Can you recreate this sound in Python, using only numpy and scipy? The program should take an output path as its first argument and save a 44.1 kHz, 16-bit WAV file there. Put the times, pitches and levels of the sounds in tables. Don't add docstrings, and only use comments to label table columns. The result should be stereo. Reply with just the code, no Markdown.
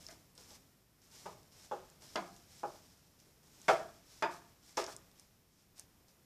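import sys
import numpy as np
from scipy import signal
from scipy.fft import rfft, irfft, next_fast_len
from scipy.io import wavfile
from scipy.ndimage import uniform_filter1d

SR = 44100
rng = np.random.default_rng(int(sys.argv[2]) if len(sys.argv) > 2 else 0)


def natural_amplitude(level_db):
    exponent = np.asarray(level_db, float) / 20
    return 10 ** exponent


def master_out(mix):
    frames = np.transpose(np.atleast_2d(mix))
    ceiling = np.clip(frames, -1, 1)
    pcm = np.round(ceiling * 32767).astype(np.int16)
    wavfile.write(sys.argv[1], SR, pcm)


N = 275757

# start_s, peak_db, contact_ms
KNOCKS = [(0.0867, -36, 0.28), (0.127, -39.5, 1.9), (0.3802, -48.5, 0.45), (0.3826, -44.5, 1.22),
          (0.5085, -48, 0.61), (0.512, -54, 0.39), (1.1473, -47, 1.23), (1.2574, -27.5, 0.46),
          (1.2622, -27.5, 0.76), (1.551, -53, 0.83), (1.7135, -19, 0.47), (1.7174, -27, 0.91),
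          (2.0219, -43, 0.495), (2.1568, -14, 0.4), (2.1589, -45, 0.35), (2.1622, -50.5, 0.24),
          (2.6333, -18.5, 0.48), (3.2697, -47.5, 1.1), (3.6834, -6.5, 0.29), (3.6878, -7, 0.56),
          (3.6895, -8, 0.39), (4.2238, -9.5, 0.33), (4.7729, -18, 0.3), (4.7752, -15.5, 0.48),
          (4.8781, -28, 0.36)]
# mode_hz, level_db, t60_s
TRAY_MODES = [(231, -26, 0.023), (359.3, -11, 0.08), (414.4, -17.5, 0.078), (484, -24, .05),
              (655, -29, 0.049), (689, -6.5, 0.071), (800, -17, 0.021), (1030, -18.5, 0.02),
              (1100, -32.5, 0.095), (1340, -34, 0.065), (1440, -28.5, .1), (1850, -35.5, 0.025),
              (2130, -28, .03)]
# start_s, peak_db, panel_hz, panel_db, floor_db (panel and floor over the crack)
CRACKS = [
    (1.257, -50.5, 984, 14.5, -6),
    (1.7135, -44.5, 788, 13, -12.5),
    (2.1585, -28, 792, -1, -20),
    (2.6324, -45.5, 816, 12, -22),
    (3.682, -25, 1359, 6.5, -47),
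    (3.6884, -27.5, 767, 12, -25.5),
    (4.2243, -24.5, 933, 6, -26),
    (4.7701, -40.5, 1187, 14.5, -47.5),
]
# start_s, peak_db, pitch_hz, left_minus_right_db
TICKS = [(0.0656, -31.5, 5130, -5), (0.0862, -32, 4940, -2), (0.3521, -46, 9000, 4), (0.378, -37, 5070, -6),
         (0.506, -44, 5210, -12), (1.0178, -50, 6000, 0), (1.4311, -47, 5640, 0), (1.522, -50, 5170, -2.5),
         (1.9001, -43.5, 6700, 2.5), (2.0214, -45, 5770, -8), (2.1577, -21, 4780, -5),
         (2.3639, -42.5, 5400, 9), (2.596, -46.5, 5280, 14), (3.2006, -49.5, 5840, -16),
         (3.4323, -53.5, 5310, 7), (3.616, -34.5, 7000, 4), (4.141, -45, 5400, 5),
         (4.3181, -45, 5560, -5.5), (4.4947, -55, 5614, 0.5), (4.7712, -18.5, 6000, 5),
         (4.8414, -27.5, 5400, 6), (4.8647, -35, 5400, -16), (4.9645, -35, 7340, -21),
         (5.1144, -46.5, 6240, 1.5), (5.1968, -36, 7950, -12), (5.7608, -55, 5700, -3),
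         (5.7805, -44, 7950, -17.5), (5.7879, -53, 5210, -17.5), (5.7957, -31.5, 8330, -21),
         (6.0831, -51, 4960, -2.5)]
# start_s, rise_s, fade_s_per_10db, hiss_db,
# left_minus_right_db
STROKES = [(1.1, 0.065, 0.15, -56.5, -1), (1.515, 0.017, 0.2, -61.5, -4.5), (1.56, 0.093, 0.03, -59, -1),
           (2.0, 0.055, 0.35, -57, -2), (2.48, .047, 0.38, -61.5, -2), (2.58, 0.12, 0.3, -65, -6),
           (3.5, 0.21, 0.21, -60.5, -2), (4.04, .12, 0.19, -61, -2.5), (4.3, .03, .037, -53, -4.5),
           (4.62, 0.072, 0.15, -61, -2), (4.82, .11, 0.02, -54, -2.5),
           (0, .01, .15, -58.5, 1),
    (0.099, 0.016, 0.018, -53, -2.5),
    (.39, .16, 0.029, -58, -2),
    (1.8, 0.13, 0.064, -75.5, 6),
    (5.15, 0.0514, .09, -67, -2.5),
    (5.47, 0.157, .075, -73, -5),
    (5.755, 0.043, .025, -59, -4),
    (6.07, 0.0276, .04, -69, -2),
]
# start_s, fade_s_per_10db, hiss_db, left_minus_right_db
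THROWS = [
    (1.256, 0.06, -55.5, 1),
    (1.711, 0.2, -61, 2.5),
    (2.152, 0.1057, -61, -6),
    (3.68, 0.0633, -41, 0.5),
    (3.76, 0.24, -62.5, 0),
    (4.221, 0.23, -63, 6),
    (4.769, 0.0255, -37.5, -5),
    (4.79, 0.0447, -43, -2.5),
    (4.97, 0.2, -69.5, 3),
]
# start_s, fade_s_per_10db, hiss_db, left_minus_right_db; a negative fade is silent
FLICKS = [
    (.063, -0.07, -52, -6.5),
    (.084, -0.0442, -43.5, 2),
    (.35, .03, -64.5, 1),
    (.373, 0.09, -59.5, -1.5),
    (.585, 0.2, -73, 4),
    (1.015, 0.4, -68, -0.5),
    (3.186, 0.15, -68.5, 1.5),
    (3.43, 1.15, -69.5, 2.5),
    (4.961, -0.0254, -51, 0),
    (5.8, -0.3, -65.5, 5.5),
]
# freq_hz, density_db
FINE_GRIT = [(1000, -22.5), (2500, -17), (4000, -5), (5800, -3), (8000, -4.5), (10500, -7.5),
             (14000, -11.5)]
# freq_hz, density_db
COARSE_GRIT = [(600, -5.5), (1500, -1), (3000, -2), (5500, -10), (9000, -19.5), (14000, -40)]
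# freq_hz, t60_s, level_db
ROOM = [(96, 0.86, -7.5), (238, 0.47, -0.5), (570, 0.39, 1), (1207, 0.42, -2.5), (2600, 0.34, 0),
        (6000, 0.32, -4.5), (12000, 0.32, -11)]
# multiple, level_db
MOTOR_ORDERS = [(1, 0), (2, -20), (3, -11), (4, -22), (5, -21), (7, -25)]
# time_s, turn_rate_hz
MOTOR_HZ = [(0, 52.6), (2, 46), (4.5, 36.3), (6.3, 28.5)]
# time_s, level_db
MOTOR_DB = [(0, -67), (1, -70), (2, -79), (2.5, -84), (3.5, -71), (4, -66.5), (4.7, -76), (5.25, -72.5),
            (6.3, -75.5)]
# time_s, level_db
HOUSE_DB = [(0.0, -60.5), (0.35, -79), (0.5, -60), (0.85, -95.5), (1.29, -63), (1.58, -75.5), (2.21, -64),
            (2.58, -71.5), (2.75, -63), (3.03, -82.5), (3.661, -69), (3.86, -60), (4.05, -74), (4.37, -68),
            (4.72, -85.5), (4.98, -62), (5.599, -104), (5.8, -78.5)]
# freq_hz, density_db
RUMBLE = [(18, -40), (30, -2), (60, 0.5), (100, 0), (200, -4.5), (400, -13), (1000, -28), (3000, -56)]
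# freq_hz, density_db
PORT_HISS = [(20, -11), (60, 0), (150, 1.5), (400, -8.5), (1000, -15), (3000, -20), (8000, -24.5),
             (15000, -19)]
# peak_hz, width_hz, lift_db, gain_db
PORTS = [(7190, 2100, 4, 3), (5400, 800, 9.5, 0.17)]


def colour(x, points):
    hz, db = np.transpose(points)
    size = next_fast_len(x.shape[-1])
    log_f = np.log(np.arange(size // 2 + 1) * SR / size + 1)
    gain = natural_amplitude(np.interp(log_f, np.log(hz), db))
    return irfft(rfft(x, size) * gain, size)[..., :x.shape[-1]]


def level(x, db):
    return x * natural_amplitude(db) / np.sqrt(np.mean(x ** 2))


def band(x, hz, width_hz):
    return signal.lfilter(*signal.iirpeak(min(hz, .45 * SR), hz / width_hz, SR), x)


def walk(rate_hz):
    hold = int(SR / rate_hz)
    steps = np.repeat(rng.standard_normal(N // hold + 1), hold)
    return 1.3 * uniform_filter1d(uniform_filter1d(steps, hold), hold)[:N]


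def diffuse(size, port_gap_m=0.19):
    same, other = rfft(rng.standard_normal((2, size)))
    alike = np.sinc(2 * np.arange(len(same)) * SR / size * port_gap_m / 343)
    mid = same * np.sqrt(1 + alike)
    side = other * np.sqrt(1 - alike)
    return irfft(np.array([mid + side, mid - side]), size) / 2 ** .5


def add(out, x, start_s):
    i = max(int(start_s * SR), 0)
    out[..., i:i + x.shape[-1]] += x[..., :N - i]


def decaying_sine(hz, t60_s, t):
    return np.sin(2 * np.pi * hz * t) * 1000. ** (-t / t60_s)


def knocks(lead=0.092, ring_db=-3, spread_db=4.0, low_hz=170):
    out, t = np.zeros(N), np.arange(int(.25 * SR)) / SR
    hz, db, t60_s = (c[:, None] for c in np.transpose(TRAY_MODES))
    chance = rng.standard_normal((len(KNOCKS), 2, len(TRAY_MODES), 1))
    for (s, peak_db, contact_ms), (place, detune) in zip(KNOCKS, chance):
        u = (t[:int(.004 * SR)] - .002) / (contact_ms * 0.00058)
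        force = np.exp(-u ** 2 / 2)
        push = -(1 - u ** 2) * force * (1 + lead * np.tanh(u))
        modes = natural_amplitude(db + spread_db * place) * decaying_sine(hz * (1 + .015 * detune), t60_s, t)
        ring = np.convolve(modes.sum(axis=0), force / force.sum())
        add(out, natural_amplitude(peak_db) * push, s - .002)
        add(out, natural_amplitude(peak_db + ring_db) * ring, s - .0015)
    return signal.sosfilt(signal.butter(2, low_hz, "highpass", fs=SR, output="sos"), out)


def cracks(fade_ms=1.9, gain_db=5, mid_hz=2604.0, high_hz=5914.0, claw_db=-56, panel_t60_s=0.039,
           floor_hz=178.8, floor_t60_s=0.12, floor_gain_db=12):
    out, t = np.zeros((2, N)), np.arange(int(.2 * SR)) / SR
    noise = rng.standard_normal((len(CRACKS), 3, len(t)))
    for (s, db, panel_hz, panel_db, floor_db), grit in zip(CRACKS, noise):
        grit = grit[0] + 0.49 * grit[1:]
        grit = grit * np.exp(-t * 1000 / fade_ms) * np.clip(t * 3000, 0, 1)
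        middle = band(band(grit, mid_hz, 1.1 * mid_hz), mid_hz, 1.1 * mid_hz)
        high = band(band(grit, high_hz, high_hz), high_hz, high_hz)
        edge = (middle + natural_amplitude(claw_db - db) * high) / abs(middle).max()
        panel = natural_amplitude(panel_db) * decaying_sine(panel_hz, panel_t60_s, t) * np.clip(t * 700 - 1.1, 0, 1)
        floor = natural_amplitude(floor_db + floor_gain_db) * decaying_sine(floor_hz, floor_t60_s, t)
        add(out, natural_amplitude(db + gain_db) * (edge + panel + floor), s)
    return out


def drag(per_s=4500., size_db=-0.5, smooth_db=-3, stroke_fine=0.67, spray_fine=0.33,
         stroke_drum_db=-13, spray_drum_db=-13):
    strokes = pressure(STROKES + sudden(FLICKS))
    sprays = pressure(sudden(THROWS))
    total = strokes + sprays
    fine = np.clip((stroke_fine * strokes + spray_fine * sprays) / (total + 1e-18), 0, 1)
    hit = rng.random((2, N)) < per_s / SR
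    size = np.minimum(rng.exponential(size=(2, N)), 4)
    grains = level(hit * natural_amplitude(size_db * size) * rng.standard_normal((2, N)), 0)
    grains = grains + natural_amplitude(smooth_db) * rng.standard_normal((2, N))
    flicker = natural_amplitude(walk(60.))
    hiss = fine * level(colour(grains, FINE_GRIT), 0) + (1 - fine) * level(colour(grains, COARSE_GRIT), 0)
    body = sum(natural_amplitude(db) * band(grains[0], hz, 6 / t60_s) for hz, db, t60_s in TRAY_MODES)
    drum_power = strokes * natural_amplitude(2 * stroke_drum_db) + sprays * natural_amplitude(2 * spray_drum_db)
    drum = np.sqrt(drum_power.mean(axis=0))
    return hiss * flicker * np.sqrt(total), level(body, 0) * flicker * drum


def sudden(rows, rise_s=0.0076):
    return [(s, rise_s, *rest) for s, *rest in rows]


def pressure(rows, press_power=0.56):
    power = np.zeros((2, N))
    for s, rise_s, fade_s, db, pan_db in rows:
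        t = np.arange(int((rise_s + 6 * fade_s) * SR)) / SR
        fading = natural_amplitude(db - 10 * np.maximum(t - rise_s, 0) / fade_s)
        shape = np.minimum(t / rise_s, 1) ** press_power * fading
        add(power, shape ** 2 * natural_amplitude(np.array([[pan_db], [-pan_db]])), s)
    return power


def ticks(ring_ms=0.91, gain_db=-5, width_share=1, narrowing=0.45):
    out, t = np.zeros((2, N)), np.arange(int(.008 * SR)) / SR
    for (s, db, hz, pan_db), grain in zip(TICKS, rng.standard_normal((len(TICKS), 2, len(t)))):
        crack = grain * np.exp(-t * 1000 / ring_ms) * np.clip(t * 5000, 0, 1)
        width_hz = np.clip(width_share * natural_amplitude(-narrowing * (db + 47.5)), .2, 2.2) * hz
        crack = band(band(crack, hz, width_hz), hz, width_hz)
        side_db = np.array([[.5], [-.5]]) * pan_db
        add(out, natural_amplitude(db + gain_db + side_db) * crack / abs(crack).max(), s)
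    return out


def room(x, wet_db):
    turn_rad = 2.9 * np.arange(N) / SR
    wet = sum(signal.fftconvolve(np.atleast_2d(x * share), echoes(), axes=1)
              for share in (np.cos(turn_rad), np.sin(turn_rad)))
    return natural_amplitude(wet_db) * wet[:, :N]


def echoes(gap_s=0.00058, swell_s=0.0041, early_db=7, early_s=0.024):
    t = np.arange(int(.6 * SR)) / SR
    noise, tail = diffuse(len(t)), 0
    hz, t60_s, db = np.transpose(ROOM)
    shape = np.clip((t - gap_s) / swell_s, 0, 1) * (1 + natural_amplitude(early_db) * np.exp(-t / early_s))
    for f in 70 * 2 ** np.arange(0, 8, .5):
        decay_s, gain_db = (np.interp(np.log(f), np.log(hz), c) for c in (t60_s, db))
        edges_hz = [f / 2 ** 0.24, f * 2 ** 0.24]
        part = signal.sosfilt(signal.butter(2, edges_hz, "bandpass", fs=SR, output="sos"), noise)
        part = part * shape * 1000. ** (-t / decay_s)
        energy = np.sum(part ** 2, axis=1, keepdims=True)
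        tail = tail + natural_amplitude(gain_db) * part * np.sqrt(f * decay_s / energy)
    return tail


def motor(waver_db=1.2):
    t = np.arange(N) / SR
    phase = 2 * np.pi * np.cumsum(np.interp(t, *np.transpose(MOTOR_HZ))) / SR
    tone = sum(natural_amplitude(order_db + waver_db * k ** .5 * walk(5.)) * np.sin(k * phase + k)
               for k, order_db in MOTOR_ORDERS)
    return 2 ** .5 * tone * natural_amplitude(np.interp(t, *np.transpose(MOTOR_DB)))


def house_db():
    return np.interp(np.arange(N) / SR, *np.transpose(HOUSE_DB))


def air():
    return level(colour(diffuse(N), RUMBLE), 4.9) * natural_amplitude(house_db() + walk(9.))


def port_hiss(follow=.15):
    hiss = level(colour(rng.standard_normal((2, N)), PORT_HISS), -65)
    return hiss * natural_amplitude(follow * (house_db() + 73.0))


def scene():
    hiss, body = drag()
    raps = knocks() + cracks() + body
    fine = natural_amplitude(-1) * hiss + ticks()
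    wet = room(raps + natural_amplitude(-6.5) * fine, wet_db=-37.5)
    return raps + fine + wet + motor() + air()


def top_cut(x):
    return signal.sosfilt(signal.butter(12, 15770, fs=SR, output="sos"), x)


def record(dry, top_hz=14550):
    heard = dry + port_hiss()
    ports = np.array([natural_amplitude(gain_db) * (x + (natural_amplitude(lift_db) - 1) * band(x, hz, width_hz))
                      for x, (hz, width_hz, lift_db, gain_db) in zip(heard, PORTS)])
    ports = signal.sosfilt(signal.ellip(10, .2, 70, top_hz, fs=SR, output="sos"), ports)
    return top_cut(ports * np.array([[1], [-1]]))


dry = scene()
out = record(dry)
master_out(out)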